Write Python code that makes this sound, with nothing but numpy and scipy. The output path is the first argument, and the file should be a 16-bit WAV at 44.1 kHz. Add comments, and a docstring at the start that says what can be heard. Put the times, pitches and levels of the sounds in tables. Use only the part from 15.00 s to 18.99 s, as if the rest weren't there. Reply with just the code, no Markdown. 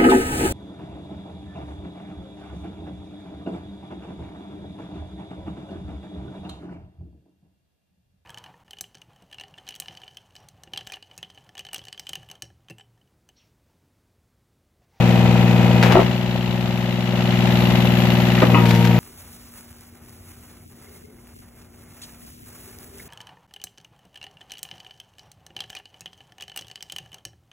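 """A three-cylinder diesel throbs outdoors, driving a log splitter; it sags and whines when the pump takes load.
Its hum is sines locked to one crankshaft; its drone, clatter and hiss are noise swelling with the firings.
A split log crunches over its bark (bursts of tiny cracks) and tumbles onto the steel bed (ringing wood).
Later two pieces land on the woodpile, splinters snap, and one piece glances off the steel frame."""
import sys
import numpy as np
from scipy import signal
from scipy.fft import rfft, irfft
from scipy.io import wavfile

SR = 44100
rng = np.random.default_rng(int(sys.argv[2]) if len(sys.argv) > 2 else 0)


def store_pcm(level_fs):
    """Save levels as 16-bit WAV."""
    pcm = np.round(np.clip(level_fs, -1, 1) * 32767).astype(np.int16)
    wavfile.write(sys.argv[1], SR, np.atleast_2d(pcm).T)


N = 175959
TIME = np.arange(N) / SR
FREQS = np.maximum(np.fft.rfftfreq(N, 1 / SR), 1)
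LEFT_DB, LAG_S = 3.5, .00008   # left minus right [dB], delay of the right side [s]
PIVOT_HZ = 710   # brightness tilts a blow about this pitch
TILT_TOP_HZ = 5900   # brightness tilts a crunch up to this pitch


def from_db(db):
    """Turn decibels into gain."""
    return 10 ** (np.asarray(db) / 20)


def rms_one(x):
    """Scale a sound to rms 1, a standard average strength."""
    return x / np.sqrt(np.mean(x ** 2) + 1e-20)


def in_time(rows):
    """Draw a table as a curve with a value at every sample."""
    return np.interp(TIME, *np.transpose(rows))


def over_hz(rows, axis=1):
    """Draw one column of a table over every frequency, evenly by octave."""
    rows = np.array(rows)
    return np.interp(np.log(FREQS), np.log(rows[:, 0]), rows[:, axis])


def colour(x, spectrum, tilt_db=0):
    """Give noise a spectrum, tilted by some dB per octave, at rms 1."""
    octaves = np.log2(np.clip(FREQS, PIVOT_HZ / 2, TILT_TOP_HZ))
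    gain = from_db(over_hz(spectrum) + tilt_db * octaves)
    return rms_one(irfft(rfft(x) * gain, N))


def ring(x, hz, t60):
    """A click sets a sine ringing; it fades by 60 dB in t60 seconds."""
    shrink = from_db(-60 / (t60 * SR))   # per sample
    angle = 2 * np.pi * hz / SR
    feedback = [1, -2 * shrink * np.cos(angle), shrink * shrink]
    return signal.lfilter([0, np.sin(angle)], feedback, x + 1e-18)


def clicks(s, db):
    """Put single-sample clicks at given times and levels."""
    samples = (np.abs(s) * SR).astype(int)
    return np.bincount(samples, from_db(db), N)[:N]


def place(x, left_db, lag_s):
    """Pan a sound by loudness and by a later arrival on the right."""
    left = x * from_db(left_db / 2)
    right = np.interp(TIME - lag_s, TIME, x) * from_db(-left_db / 2)
    return np.array([left, right])


# the engine's stereo picture: (frequency [Hz], left minus right [dB], likeness of the two sides [0-1])
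STEREO_IMAGE = [(60, 36, 0), (128, 2, 0), (308, 13.5, 0.78), (530, 1.5, 1), (1020, 1, 0.36),
                (2040, 7, 0.46), (4150, 1.5, 0), (7750, 1.5, 0.15), (12600, 13, 0)]


def spread(pair):
    """Mix two unrelated noises into left and right, as alike at each pitch as the table says."""
    mid, side = rfft(pair)
    alike = np.clip(over_hz(STEREO_IMAGE, axis=2), -1, 1)
    tilt = from_db(over_hz(STEREO_IMAGE) / 2)
    mid, side = mid * np.sqrt(1 + alike), side * np.sqrt(1 - alike)
    delay = np.exp(-2j * np.pi * FREQS * LAG_S)
    return irfft([(mid + side) * tilt, (mid - side) / tilt * delay], N)


CYLINDERS = 3
UNEVEN = 0.26   # share by which the swell varies from firing to firing


def rattle(turns, spectrum, repeat, swing_db, lead, count=1):
    """Vibration that partly repeats every engine cycle and swells count times per firing."""
    size = int(SR * TIME[-1] / (turns[-1] - turns[0])) // 2 * 2   # samples in an average cycle
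    cycle = irfft(np.exp(2j * np.pi * rng.random((2, size // 2 + 1))))
    same = rms_one(np.array([np.interp(turns, np.arange(size) / size, c, period=1) for c in cycle]))
    repeat = np.clip(repeat, 0, 1)
    fresh = rng.standard_normal((2, N))
    noise = spread(np.sqrt(repeat) * same + np.sqrt(1 - repeat) * fresh)
    firing = count * CYLINDERS * turns + lead
    accents = 1 + UNEVEN * rng.standard_normal(int(firing[-1]) + 2)
    accent = accents[np.round(firing).astype(int)]
    swell = from_db(swing_db * accent * (2 + np.cos(2 * np.pi * firing)))
    return colour(noise * swell, spectrum)


def tone(turns, order, db):
    """A sine locked to the engine, at an rms level."""
    return np.sqrt(2) * from_db(db) * np.cos(2 * np.pi * order * turns)


# exhaust note: (multiple of the cycle rate, level running free [dB], level under load [dB])
EXHAUST_TONES = [(3, -34, -38), (4, -42, -42), (6, -18.7, -15.7), (7, -36, -37), (9, -20.3, -17.9),
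                 (10, -29, -29), (11, -38, -37), (12, -24.5, -22.3), (18, -30, -30)]
MUFFLER_ORDER = 5   # the muffler's resonance, as a multiple of the cycle rate


def exhaust(turns, load):
    """Low tones add up to a throb per firing; those below the muffler's resonance are inverted."""
    out = 0
    for order, free, loaded in EXHAUST_TONES:
        level = free + load * (loaded - free)
        out = out + np.sign(order - MUFFLER_ORDER) * tone(turns, order, level)
    return out


# higher tones of engine and pump: (multiple of the cycle rate, level free [dB], level loaded [dB])
PUMP_TONES = [(24, -44, -30), (28, -41, -37), (36, -39.5, -37), (39, -43, -36.5), (43, -38.5, -40),
              (48, -58, -41), (126, -56, -38)]
STRAIN_HZ, STRAIN_DB = 59.4, -32.3   # below this firing rate the pump whines


def strain_of(speed):
    """How hard the ram strains: it rises from 0 to 1 as the firing rate falls by 1 Hz."""
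    return np.clip(STRAIN_HZ - speed, 0, 1)


def pump(turns, load, speed):
    """Tones that follow the load settle back to their free levels and a whine joins as the ram strains."""
    shaft, strain = turns + rng.random(), strain_of(speed)
    out = 0
    for order, free, loaded in PUMP_TONES:
        out = out + tone(shaft, order, free + load * (1 - strain) * (loaded - free))
    whine = tone(shaft, order=24, db=STRAIN_DB + 1) + tone(shaft, order=48, db=STRAIN_DB)
    return out + strain * whine


# low sound of the engine casing: (frequency [Hz], relative level [dB per Hz])
DRONE_SPECTRUM = [(25, -41), (70, -3.5), (200, 4), (300, -5), (440, -5.5), (550, 2), (850, -2),
                  (1000, -6.5), (1400, -12.5), (2500, -51)]


def drone(turns, load, speed):
    """The casing hums with each firing, a little louder under load and softer when strained."""
    level = -22.5 + 1.15 * load - 4.2 * strain_of(speed)
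    return from_db(level) * rattle(turns, DRONE_SPECTRUM, repeat=.68, swing_db=2.5, lead=0.25)


# middle and high sound of the engine casing: (frequency [Hz], relative level [dB per Hz])
CLATTER_SPECTRUM = [(600, -18), (1100, -1), (1450, 0.5), (2000, 2.5), (2900, -0.5), (4000, -6), (5200, -13),
                    (7400, -14.5), (9300, -35), (10500, -23), (15000, -39.5)]


def clatter(turns, load):
    """The casing rattles with each firing, less regularly than the drone."""
    level = -28.0 - 0.26 * load
    return from_db(level) * rattle(turns, CLATTER_SPECTRUM, repeat=0.36, swing_db=1.5, lead=-0.04)


# top treble: (frequency [Hz], relative level [dB per Hz])
HISS_SPECTRUM = [(7000, -37), (9400, -23.5), (10500, -1), (12500, 3.5), (15000, 1.5)]
# strength of that treble within the engine: (time [s], level [dB])
HISS_CURVE = [(0, -43), (1.9, -41), (2.4, -42), (2.55, -38), (3.2, -38.5), (3.99, -38.5)]


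def valves():
    """Number of valve clicks per firing."""
    return 2


def hiss(turns):
    """Valve clicks are heard as treble noise that swells twice per firing."""
    noise = rattle(turns, HISS_SPECTRUM, repeat=0.3, swing_db=2.5, lead=.18, count=valves())
    return from_db(in_time(HISS_CURVE)) * noise


# combustion knock of each cylinder: (place in the cycle [0-1], ring [Hz], level [dB], clack t60 [s])
CYLINDER_KNOCKS = [(.29, 2870, -25, 0.055), (.635, 2640, -27.5, 0.057), (.955, 2940, -33.5, 0.032)]
# dry clack of a knock: (frequency [Hz], relative level [dB per Hz])
CLACK_SPECTRUM = [(500, -43), (1500, -8.5), (3000, 3.5), (4000, 1.5), (5000, -10), (7400, -21), (9300, -37)]
KNOCK_JITTER_S, KNOCK_SPREAD_DB = .0003, 1   # random shifts in time and strength
RING_T60_S, RING_DB = .036, 1   # ring of the engine block


def knocks(turns, left_db=2, ring_left_db=11):
    """Each firing sets off a brief clack, never twice alike, and rings the block at its cylinder's pitch."""
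    clack = colour(rng.standard_normal((2, N)), CLACK_SPECTRUM)
    clack = clack * from_db([[left_db / 2], [-left_db / 2]])
    out = 0
    for at, hz, db, t60 in CYLINDER_KNOCKS:
        s = np.interp(np.arange(at, turns[-1]), turns, TIME)
        late, strong = rng.standard_normal((len(s), 2)).T
        kicks = clicks(s + KNOCK_JITTER_S * late, db + KNOCK_SPREAD_DB * strong)
        force = signal.lfilter([1], [1, -from_db(-60 / (t60 * SR))], kicks)
        block = from_db(RING_DB) * ring(kicks, hz, RING_T60_S)
        out = out + force * clack + place(block, ring_left_db, LAG_S)
    return out


# engine speed: (time [s], firing rate [Hz])
FIRING_RATE = [(0, 59.65), (.9, 59.555), (1.05, 60.911), (1.2, 60.765), (1.35, 60.235), (3.45, 60.203),
               (3.6, 58.806), (3.75, 57.918), (3.87, 58.768), (3.99, 58.924)]
# overall engine level, which dips for about a second: (time [s], level [dB])
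ENGINE_LEVEL = [(0, -0.5), (.94, -1), (1.06, -3.5), (1.22, -6.5), (2.04, -6.5), (2.3, -2.5), (2.55, -.5),
                (3.1, -0.5), (3.99, -1)]
START_TURN = .135   # place in the engine cycle at the start
FREE_HZ, SAG_HZ, MAX_LOAD = 60.15, .55, 1.1   # the load is read from the sag in speed
KNOCK_LOADED_DB = -4.5   # change of the knocks at load 1


def engine():
    """Exhaust, pump, casing, valves and knocks all follow one crankshaft."""
    speed = in_time(FIRING_RATE)
    turns = START_TURN + np.cumsum(speed) / SR / CYLINDERS   # engine cycles so far
    load = np.clip((FREE_HZ - speed) / SAG_HZ, 0, MAX_LOAD)
    hum = place(exhaust(turns, load) + pump(turns, load, speed), LEFT_DB, LAG_S)
    casing = drone(turns, load, speed) + clatter(turns, load)
    knocking = from_db(KNOCK_LOADED_DB * load) * knocks(turns)
    return from_db(in_time(ENGINE_LEVEL)) * (hum + casing + hiss(turns) + knocking)


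# crunches of bark and splinters: (time [s], level [dB], t60 [s], brightness [dB per octave])
CRUNCH_BURSTS = [(0.8258, -11, .04, 2), (0.833, -18, 0.4, -0.5), (.858, -28, .12, -4),
                 (.9, -20.5, 0.35, -5), (0.9207, -17.5, .07, 1.5), (.9535, -16, 0.016, -3),
                 (1.0, -18, 0.14, -3.5), (3.42, -13, 0.17, -4.5), (3.655, -20, .13, 1),
                 (3.685, -30.5, 0.7, 6), (3.708, -12.5, 0.021, 1), (3.749, -20, 0.014, 4),
                 (3.849, -22, .05, 2.5), (3.873, -21.5, 0.027, 2)]
# sound of breaking bark: (frequency [Hz], relative level [dB per Hz])
BARK_SPECTRUM = [(150, -33), (400, 12), (900, 9.5), (1400, 8), (2200, 7), (3500, 1), (5500, -8.5),
                 (7500, -15), (9300, -23.5), (11000, -18.5), (15000, -19)]
SNAP_S = .0005   # time a burst takes to reach full force


def crunches(grains_per_s=7000, size_db=-3.5, left_db=5.0):
    """Bursts of tiny fractures: dull in the bark, bright where fibres snap."""
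    sizes = from_db(size_db * np.minimum(rng.exponential(1, N), 4))
    sizes = sizes * (rng.random(N) < grains_per_s / SR)
    # part of each grain is shared by both sides, part is not
    grains = sizes * (rng.standard_normal(N) + rng.standard_normal((2, N)))
    out = 0
    for s, db, t60, bright in CRUNCH_BURSTS:
        rise = np.clip((TIME - s) / SNAP_S, 0, 1)
        fade = from_db(db - 60 * np.clip((TIME - s) / t60, 0, 2))
        out = out + rise * fade * colour(grains, BARK_SPECTRUM, bright)
    return out * from_db([[left_db / 2], [-left_db / 2]])


def blows(hits, modes, t60, debris_db, debris_t60, left_db):
    """Blows ring the wood's own pitches, higher ones more briefly; loose chips rattle on at each side."""
    s, db, bright = np.transpose(hits)
    wood = 0
    for k, (hz, level) in enumerate(modes):
        uneven = 2 * rng.standard_normal(len(s))
        strikes = clicks(s, db + level + bright * np.log2(hz / PIVOT_HZ) + uneven)
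        wood = wood + (-1) ** k * ring(strikes, hz, t60 * np.sqrt(PIVOT_HZ / hz))
    wood = place(wood, left_db, LAG_S)
    size = SR // 4   # the chips last a quarter second at most
    debris = rng.standard_normal((2, size)) * from_db(-60 * TIME[:size] / debris_t60)
    debris *= from_db(debris_db) / np.sqrt(np.sum(debris ** 2) / 2)
    return wood + signal.fftconvolve(wood, debris, axes=1)[:, :N]


# blows of the log on the bed: (time [s], level [dB], brightness [dB per octave])
LOG_BLOWS = [(.9525, -10.5, 1), (.961, -18, 1), (.969, -11, 0.5), (.980, -20, 2), (.990, -12.5, -1.5),
             (1.0, -25, -5), (1.016, -22, 0)]
# pitches at which the log rings: (frequency [Hz], level [dB])
LOG_PITCHES = [(366, 4), (518, -3), (643, 1), (740, -2), (870, -3.5), (985, -8), (1116, -9), (1330, -7),
               (1900, -14)]


def log_tumble():
    """The split log knocks several times on the steel bed."""
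    return blows(LOG_BLOWS, LOG_PITCHES, t60=0.053, debris_db=-5.0, debris_t60=0.154, left_db=2.0)


# blows of a first piece on the pile: (time [s], level [dB], brightness [dB per octave])
CHUNK_BLOWS = [(3.378, -26, 9), (3.4195, -21, 4), (3.422, -13, 1), (3.430, -10, -4.5)]
# pitches at which that piece rings: (frequency [Hz], level [dB])
CHUNK_PITCHES = [(295, -5.5), (522, -3), (640, -5), (790, -11), (1130, -8), (1215, -0.5), (1297, -3),
                 (1857, -4), (2400, -7.5)]


def chunk_drop():
    """A first piece drops on the woodpile with a short ring."""
    return blows(CHUNK_BLOWS, CHUNK_PITCHES, t60=0.039, debris_db=-4, debris_t60=0.19, left_db=0.5)


# blows of a second piece, landing and settling: (time [s], level [dB], brightness [dB per octave])
PIECE_BLOWS = [(3.541, -15.5, -5), (3.5455, -16.5, 4), (3.552, -25, 7), (3.574, -19, -1), (3.598, -26, 1)]
# pitches at which that piece rings: (frequency [Hz], level [dB])
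PIECE_PITCHES = [(295, -3.5), (370, -2), (560, -10), (760, -16), (867, -10), (1070, -8), (1244, -2.5),
                 (1390, -10), (1933, -5.5), (2550, -6), (2890, -12)]


def piece_landing():
    """A second, longer-ringing piece lands and settles."""
    return blows(PIECE_BLOWS, PIECE_PITCHES, t60=0.083, debris_db=-1.5, debris_t60=0.31, left_db=6.0)


# a piece glances off the steel frame: (time [s], level [dB])
FRAME_HITS = [(3.554, -16.5)]
# pitches at which the frame rings: (frequency [Hz], level [dB], t60 [s])
FRAME_PITCHES = [(953, -0.5, .36), (1020, -7, 0.17)]


def frame():
    """The steel frame rings briefly at its own pitches."""
    touch = clicks(*np.transpose(FRAME_HITS))
    steel = sum(from_db(db) * ring(touch, hz, t60) for hz, db, t60 in FRAME_PITCHES)
    return place(steel, LEFT_DB, LAG_S)


def scene():
    """The engine and the handling of the wood, heard together."""
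    wood = crunches() + log_tumble() + chunk_drop() + piece_landing()
    return engine() + wood + frame()


CUTOFF_HZ = 14900


def record(dry):
    """Peaks are clipped at full scale, then the top treble is cut steeply."""
    low_pass = signal.cheby2(24, 70, CUTOFF_HZ + 200, fs=SR, output="sos")
    return signal.sosfilt(low_pass, np.clip(dry, -1, 1))


dry = scene()
out = record(dry)
store_pcm(out)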